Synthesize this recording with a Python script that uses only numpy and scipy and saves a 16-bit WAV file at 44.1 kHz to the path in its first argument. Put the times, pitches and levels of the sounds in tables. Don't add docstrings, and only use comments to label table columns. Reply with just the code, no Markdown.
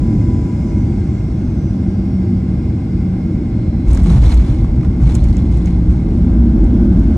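import sys
import numpy as np
from scipy import signal
from scipy.fft import rfft, irfft, next_fast_len
from scipy.io import wavfile
from scipy.ndimage import uniform_filter1d, minimum_filter1d, map_coordinates

SR = 44100
rng = np.random.default_rng(int(sys.argv[2]) if len(sys.argv) > 2 else 0)


def materialize(psi):
    bounded = np.clip(np.atleast_2d(psi).T, -1, 1)
    quanta = np.round(bounded * 32767).astype(np.int16)
    wavfile.write(sys.argv[1], SR, quanta)


N = 316197
THROTTLE_CLOSE_S, TOUCHDOWN_S, REVERSE_S = .46, 3.86, 5.97


def amp(db):
    return 10 ** (np.asarray(db) / 20)


def unit(x):
    return x / np.sqrt(np.mean(x ** 2) + 1e-20)


def since(s):
    return np.maximum(np.arange(N) / SR - s, 0)


def fader(points):
    return amp(np.interp(since(0), *np.transpose(points)))


def wobble(rate):
    knots = rng.standard_normal(int(N * rate / SR) + 4)
    return map_coordinates(knots, [np.arange(N) * rate / SR])


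def along(points, hz):
    f, values = np.transpose(points)
    return np.interp(np.log(hz + 1), np.log(f + 1), values)


def colour(spectrum):
    return lambda hz: amp(along(spectrum, hz))


def filtered(x, response):
    size = next_fast_len(N + SR // 2)
    return irfft(rfft(x, size) * response(np.fft.rfftfreq(size, 1 / SR)), size)[..., :N]


def resonance(f, hz, width):
    return 1j * f * width / (hz * hz - f * f + 1j * f * width)


def peaks(modes):
    return lambda f: sum(amp(db) * np.abs(resonance(f, hz, width)) ** 2 for hz, width, db in modes)


def cabin(pair):
    # frequency in Hz, left-right likeness (1 is identical),
    # left minus right in dB, left's phase lead in radians.
    image = [(85, 1, 0, 0), (130, .998, 0, .02), (200, .994, 0, .05), (360, .97, -.4, .15),
             (480, .8, -1, .35), (750, .62, 0, .3), (1000, .72, -1.5, .45), (1220, .5, -4.5, .35),
             (1550, .82, -1, .2), (1900, .65, -1, .2), (2150, .88, .3, .3), (2450, .4, -.5, .7),
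             (3200, .35, -.7, .7), (3800, .38, -.5, 1.2), (4800, .5, .3, 2.1), (5600, .5, 0, .7),
             (6500, .75, 0, -.1), (8500, .62, 0, -1.2), (11000, .65, 0, -2.6)]
    likeness, tilt_db, lead = (np.array(image)[:, [0, column]] for column in (1, 2, 3))
    turn = lambda hz: np.arccos(np.clip(along(likeness, hz), -1, 1)) / 2
    mid, side = filtered(pair, lambda hz: np.array([np.cos(turn(hz)), np.sin(turn(hz))]))
    lean = lambda hz: amp(along(tilt_db, hz) / 2) * np.exp(1j * along(lead, hz) / 2)
    return filtered(np.array([mid + side, mid - side]), lambda hz: np.array([lean(hz), 1 / lean(hz)]))


def rush(response):
    return unit(filtered(cabin(rng.standard_normal((2, N))), response))


def ripple(x, depth_db=2.4, spacing_hz=55, lowest_hz=2400):
    knots = rng.standard_normal(int(SR / 2 / spacing_hz) + 4)
    swing_db = lambda hz: depth_db * map_coordinates(knots, [hz / spacing_hz])
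    return filtered(x, lambda hz: amp(swing_db(hz) * (hz > lowest_hz)))


def spool(before, after, start_s, lag_s):
    lags = since(start_s) / lag_s
    return after + (before - after) * (1 + lags) * np.exp(-lags)


def slipstream(flutter_db=.61):
    # frequency in Hz, relative level in dB.
    hull_eq = [(5, -73), (18, -38.5), (32, -11.5), (52, 0), (97, 0.5), (122, -1), (162, -5.5), (195, -4.5),
               (240, -4), (272, -10.5), (305, -7.5), (348, -10), (385, -22.5), (540, -30), (1500, -92.5)]
    # time in seconds, level in dB.
    ride = [(0, -12), (.7, -14.5), (1.2, -15.5), (2.1, -14.6), (2.8, -16.5), (3.3, -15), (3.8, -15),
            (5.3, -16), (7.17, -18.5)]
    return fader(ride) * amp(flutter_db * wobble(7)) * rush(colour(hull_eq))


def vents(hiss_db=-40.5, hiss_db_per_s=-.34, duct_db=-45.5, duct_db_per_s=-.2, edge_hz=10500):
    # frequency in Hz, relative level in dB.
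    hiss_eq = [(200, -4), (480, -1), (790, 0.5), (890, -6), (1020, -4), (1160, -10), (1600, -12.5),
               (1720, -15), (1930, -18), (2300, -20), (2700, -17), (4200, -22), (5000, -19.5), (6200, -26),
               (9500, -30)]
    # centre in Hz, width in Hz, relative level in dB.
    duct_modes = [(606, 40, 10), (781, 68, 6.5), (1427, 120, -4.5), (1613, 33, -2), (3390, 100, -17),
                  (5000, 70, -12.5), (5610, 210, -17)]
    # centre in Hz, width in Hz, relative level in dB.
    whistle_modes = [(2033, 82, -5), (2136, 57, 0.5), (2276, 300, -9.5)]
    # time in seconds, level in dB.
    whistle_ride = [(0, -52), (.5, -51.5), (1, -51.5), (1.5, -55.5), (1.9, -55), (2.6, -52.5), (3.4, -52.5),
                    (5, -53.5), (7.17, -56)]
    t = since(0)
    rolled_off = lambda hz: colour(hiss_eq)(hz) / np.sqrt(1 + (hz / edge_hz) ** 20)
    hiss = amp(hiss_db + hiss_db_per_s * t) * rush(rolled_off)
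    ducts = amp(duct_db + duct_db_per_s * t) * rush(peaks(duct_modes))
    whistle = fader(whistle_ride) * rush(peaks(whistle_modes))
    return ripple(hiss) + ducts + whistle


def fan_whine(start_hz=41.3, idle_hz=23.95, buzz_db=-48, buzz_above_hz=38.8, rush_db=-59):
    # multiple of the shaft speed, level in dB
    # before the wall, shaft speed in Hz that aims the beam at the seat, beam spread in shaft Hz.
    blades = [(116, -68, 39, 2), (122, -64, 41, 1.6), (124, -62, 41, .5), (134, -68, 41, 2),
              (140, -64, 31, 2), (146, -62.5, 38.5, 2), (148, -60, 40.2, .7), (148, -65.5, 34, 4),
              (156, -62, 38.3, .6), (156, -62, 27.9, .4), (156, -59.5, 26.35, .5), (164, -67, 34, 3.5),
              (172, -65.5, 40.6, 1), (172, -59.5, 33.9, 2.8), (172, -61, 28.6, .5), (180, -65, 41.3, .6),
              (196, -59.5, 39.6, 1.6)]
    # centre in Hz, width in Hz, gain in dB.
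    wall_modes = [(4100, 110, -2), (4600, 110, 1), (4830, 120, -1), (5100, 100, -1), (5460, 110, 2),
                  (5690, 90, -6), (6020, 200, -1), (6250, 150, -7), (7080, 250, -2), (7500, 400, -6)]
    shaft_hz = spool(start_hz, idle_hz, THROTTLE_CLOSE_S, lag_s=.92)
    drift, flicker = wobble(110), np.array([wobble(24), wobble(24)])
    shifted = lambda curve: np.roll(curve, rng.integers(N), axis=-1)

    def tone(multiple, jitter_hz=.1, blur_radians=.45, flicker_db=3):
        turns = np.cumsum(shaft_hz + jitter_hz * shifted(drift)) / SR
        phase = 2 * np.pi * multiple * turns + blur_radians * shifted(flicker)
        return amp(flicker_db * shifted(flicker)) * np.sqrt(2) * np.sin(phase)

    supersonic = np.clip((shaft_hz - buzz_above_hz) / (start_hz - buzz_above_hz), 0, 1)
    out = amp(buzz_db) * np.sqrt(supersonic) * tone(multiple=24)
    grid_hz = np.arange(SR // 2)
    wall = peaks(wall_modes)(grid_hz)
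    for multiple, db, aim_hz, spread_hz in blades:
        beam = np.exp(-.5 * ((shaft_hz - aim_hz) / spread_hz) ** 2)
        through_wall = np.interp(multiple * shaft_hz, grid_hz, wall)
        out += amp(db) * beam * through_wall * tone(multiple)
    air = rush(lambda f: resonance(f, hz=6500, width=4500) ** 2)
    return out + amp(rush_db) * (shaft_hz / start_hz) ** 6 * air


def core_hum(start_hz=203, idle_hz=177.5, waver_db=2, waver_hz=.96, blur_radians=.35):
    # time in seconds, level in dB.
    ride = [(0, -28.5), (1.5, -27.5), (1.85, -21), (2.35, -19), (2.7, -31), (3.15, -19), (3.6, -29),
            (4.8, -27.5), (5.5, -20.5), (6.2, -22), (6.7, -27), (6.92, -16), (7.17, -31)]
    shaft_hz = spool(start_hz, idle_hz, THROTTLE_CLOSE_S, lag_s=.88) + waver_hz * wobble(14)
    phase = 2 * np.pi * np.cumsum(shaft_hz) / SR + blur_radians * wobble(36)
    return fader(ride) * amp(waver_db * wobble(16)) * np.sqrt(2) * np.sin(phase)


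def rolling(db, db_per_s, settle_s=.052):
    age = since(TOUCHDOWN_S)
    return np.minimum(age / settle_s, 1) * amp(db + db_per_s * age)


def shaking(attack_s=.05, fall_db_per_s=93.5):
    # end of the rise in seconds, strength in dB, hold in seconds.
    jolts = [(3.896, -38, .07), (4.034, -34, 0.3), (4.363, -45, 0.065), (4.472, -45, .075),
             (5.039, -39, .075), (5.254, -44, 0.12), (5.523, -44.5, 0.04), (5.664, -45.5, 0.031),
             (5.904, -47.5, 0.036), (6.12, -51, .04), (6.748, -52.5, 0.089), (6.9, -52.5, 0.25)]
    energy = np.zeros(N)
    for s, db, hold_s in jolts:
        rise = np.minimum(since(s - attack_s) / attack_s, 1)
        energy += (rise * amp(db - fall_db_per_s * since(s + hold_s))) ** 2
    return np.sqrt(energy)


def tyre_rumble(jolt_gain_db=29, bump_db=1.35):
    # frequency in Hz, relative level in dB.
    tyre_eq = [(8, -55), (20, -17), (32, -11), (52, 3.5), (72, 1.5), (90, -7), (115, -11), (170, -18.5),
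               (260, -28.5), (400, -34), (900, -41.5), (1600, -60), (5000, -110)]
    level = np.hypot(rolling(db=-16.5, db_per_s=1.47), amp(jolt_gain_db) * shaking())
    return level * amp(bump_db * wobble(15)) * rush(colour(tyre_eq))


def rattle(contacts_per_s=900, t60=.014, rub=.68, trim_gain_db=-1.5, panel_gain_db=-7.5,
           clump_db=3.5, panel_lag_s=.038):
    # frequency in Hz, relative level in dB.
    trim_eq = [(150, -53), (500, -1.5), (800, 9), (1050, 5.5), (1300, 1.5), (1750, -1.5), (2300, -2.5),
               (3100, -5.5), (4200, -10), (5000, -9.5), (6000, -8), (8000, -11), (10500, -12),
               (12000, -35.5), (16000, -35.5)]
    # centre in Hz, width in Hz, relative level in dB.
    panel_modes = [(2225, 210, 1.5), (2960, 170, -6), (3510, 170, -0.5), (3935, 100, 0), (4230, 200, 0),
                   (4900, 300, -5)]
    shake = np.hypot(shaking(), rolling(db=-54, db_per_s=-.6))
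    inertia = np.exp(-1 / (panel_lag_s * SR))
    panel_shake = signal.lfilter([1 - inertia], [1, -inertia], shake)
    contacts = (rng.random(N) < contacts_per_s / SR) * rng.random(N)
    decay = amp(-60 * np.arange(SR // 8) / SR / t60)
    energy = np.abs(signal.fftconvolve(contacts ** 2, decay ** 2)[:N])
    chatter = lambda: (unit(np.sqrt(energy)) + rub) * rng.standard_normal((2, N))
    trim = filtered(chatter(), colour(trim_eq))
    panels = np.zeros((2, N))
    for hz, width, db in panel_modes:
        clumps = chatter() * amp(clump_db * wobble(90))
        panels += amp(db) * filtered(clumps, lambda f: resonance(f, hz, width))
    buzz = amp(panel_gain_db) * panel_shake * unit(cabin(panels))
    return amp(trim_gain_db) * shake * unit(cabin(trim)) + buzz


def gear_thumps(judder_radians=.93):
    # start in seconds, peak level in dB, pitch in Hz, swell time in seconds.
    blows = [(3.872, -1.5, 52.8, .02), (3.955, -9.5, 183.3, 0.053), (3.965, -7.5, 58, .025),
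             (4.02, -5.5, 59.7, 0.017), (4.06, -7, 165.3, 0.054), (4.14, -6, 122.6, 0.045),
             (4.195, -6, 72, 0.04), (4.268, -1.5, 74.8, .026), (4.335, -6, 53.1, .032),
             (4.49, -9, 119.6, 0.018), (4.507, -3.5, 65.6, 0.014), (4.776, -7, 107.8, .014),
             (4.87, -9, 56.6, 0.021), (5.015, -8.5, 139.6, .035), (5.1, -11.5, 54.8, 0.028),
             (5.29, -9, 100, 0.024), (5.405, -13.5, 221, 0.028), (5.869, -2, 54.8, 0.018),
             (6.355, -7.5, 60.1, .044), (6.37, -9, 104.5, 0.014), (6.52, -7.5, 49.5, 0.045),
             (6.89, -11, 56.4, .04), (7.091, -9.5, 62.7, .02)]
    out = np.zeros(N)
    for s, db, hz, swell_s in blows:
        age = since(s)
        envelope = (age / swell_s * np.exp(1 - age / swell_s)) ** 2
        phase = 2 * np.pi * hz * age + judder_radians * wobble(hz / 2)
        out -= amp(db) * envelope * np.sin(phase)
    return out


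def clicks(ring_q=4, crack_q=1.2, crack_db=-5, crack_t60=.0051, room_db=-24, room_t60=.16,
           edge_hz=12000):
    # start in seconds, strength in dB, centre in Hz,
    # seconds for the ring to fall 60 dB.
    knocks = [(3.913, -27, 5970, .0063), (3.933, -20, 8500, 0.0071), (3.948, -20.5, 7280, 0.0065),
              (3.953, -31, 8000, .03), (3.974, -21, 5800, .01), (3.973, -14.5, 1200, .035),
              (4.034, -24, 8000, .025), (4.058, -17.5, 1000, 0.04), (4.095, -28, 3800, .03),
              (4.097, -16, 1100, .04), (4.148, -14.5, 950, 0.047), (4.17, -16.5, 1200, 0.046),
              (4.198, -24.5, 4100, .03), (4.217, -24, 4200, .05), (4.278, -18.5, 850, .05),
              (4.324, -15, 960, 0.044), (4.326, -21.5, 2230, .04), (4.344, -21.5, 7420, .012),
              (4.398, -18.5, 900, .05), (4.645, -19.5, 1096, 0.052), (4.811, -28, 2020, .022),
              (4.831, -22.5, 1200, .06), (4.848, -19.5, 1140, 0.076), (5.144, -28.5, 7000, 0.034),
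              (5.151, -16.5, 7260, .026), (5.151, -24.5, 2800, .027), (5.154, -14.5, 995, .085),
              (5.241, -27, 7000, 0.019), (5.327, -32.5, 3800, .05), (5.369, -25, 6160, 0.01),
              (5.37, -26, 2200, .02), (5.573, -28.5, 7240, .009), (5.658, -27, 6500, .016),
              (5.672, -24, 2160, 0.054), (6.64, -39, 7100, .03), (6.995, -37.5, 6500, .025)]
    out, size = np.zeros((2, N)), SR // 5
    age, f = np.arange(size) / SR, np.fft.rfftfreq(size, 1 / SR)
    burst = lambda envelope: rfft(envelope * rng.standard_normal((2, size)))
    room_tail = amp(room_db - 60 * age / room_t60)
    for s, db, hz, t60 in knocks:
        ring = burst(amp(-60 * age / t60) + room_tail) * resonance(f, hz, hz / ring_q)
        crack = burst(amp(crack_db - 60 * age / crack_t60)) * resonance(f, hz, hz / crack_q)
        start = round(s * SR)
        out[:, start:start + size] += amp(db) * irfft(ring + crack, size)[:, :N - start]
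    return cabin(filtered(out, lambda hz: 1 / np.sqrt(1 + (hz / edge_hz) ** 10)))


def reverse_thrust(spill_db=-40.8, spill_db_per_s=4.5):
    # frequency in Hz, relative level in dB.
    roar_eq = [(30, -71), (120, -28.5), (165, -16), (200, -0.5), (235, 4), (280, -7), (320, -3.5),
               (358, -11), (385, -22.5), (440, -36), (900, -74.5)]
    # time in seconds, level in dB.
    roar_ride = [(5.8, -70.5), (6.05, -22), (6.3, -18), (6.6, -14.5), (6.83, -12.5), (7.17, -16.5)]
    # frequency in Hz, relative level in dB.
    spill_eq = [(200, -21.5), (420, 3.5), (600, 2.5), (850, -6.5), (1150, -16), (1550, -9), (1900, -26.5),
                (2400, -26), (3300, -24), (6000, -36.5), (13000, -60)]
    roar = fader(roar_ride) * rush(colour(roar_eq))
    opening = spool(0, 1, REVERSE_S, lag_s=.12)
    spill = opening * amp(spill_db + spill_db_per_s * since(REVERSE_S)) * rush(colour(spill_eq))
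    return roar + spill


def reverser_whirr(centre_s=6.07, half_length_s=.089, db=-34, hz=412, rise_hz_per_s=140):
    t = since(0) - centre_s
    envelope = np.exp(-(t / half_length_s) ** 4)
    return amp(db) * envelope * np.sin(2 * np.pi * (hz + rise_hz_per_s * t / 2) * t)


def scene():
    bed = slipstream() + vents() + fan_whine() + core_hum()
    runway = tyre_rumble() + rattle() + gear_thumps() + clicks()
    return bed + runway + reverse_thrust() + reverser_whirr()


def record(dry, ceiling=.93, hold_s=.018, top_hz=15800):
    hold = int(hold_s * SR)
    needed = np.minimum(1, ceiling / (np.abs(dry).max(axis=0) + 1e-9))
    gain = uniform_filter1d(minimum_filter1d(needed, hold), hold)
    return filtered(dry * gain, lambda hz: hz < top_hz)


dry = scene()
out = record(dry)
materialize(out)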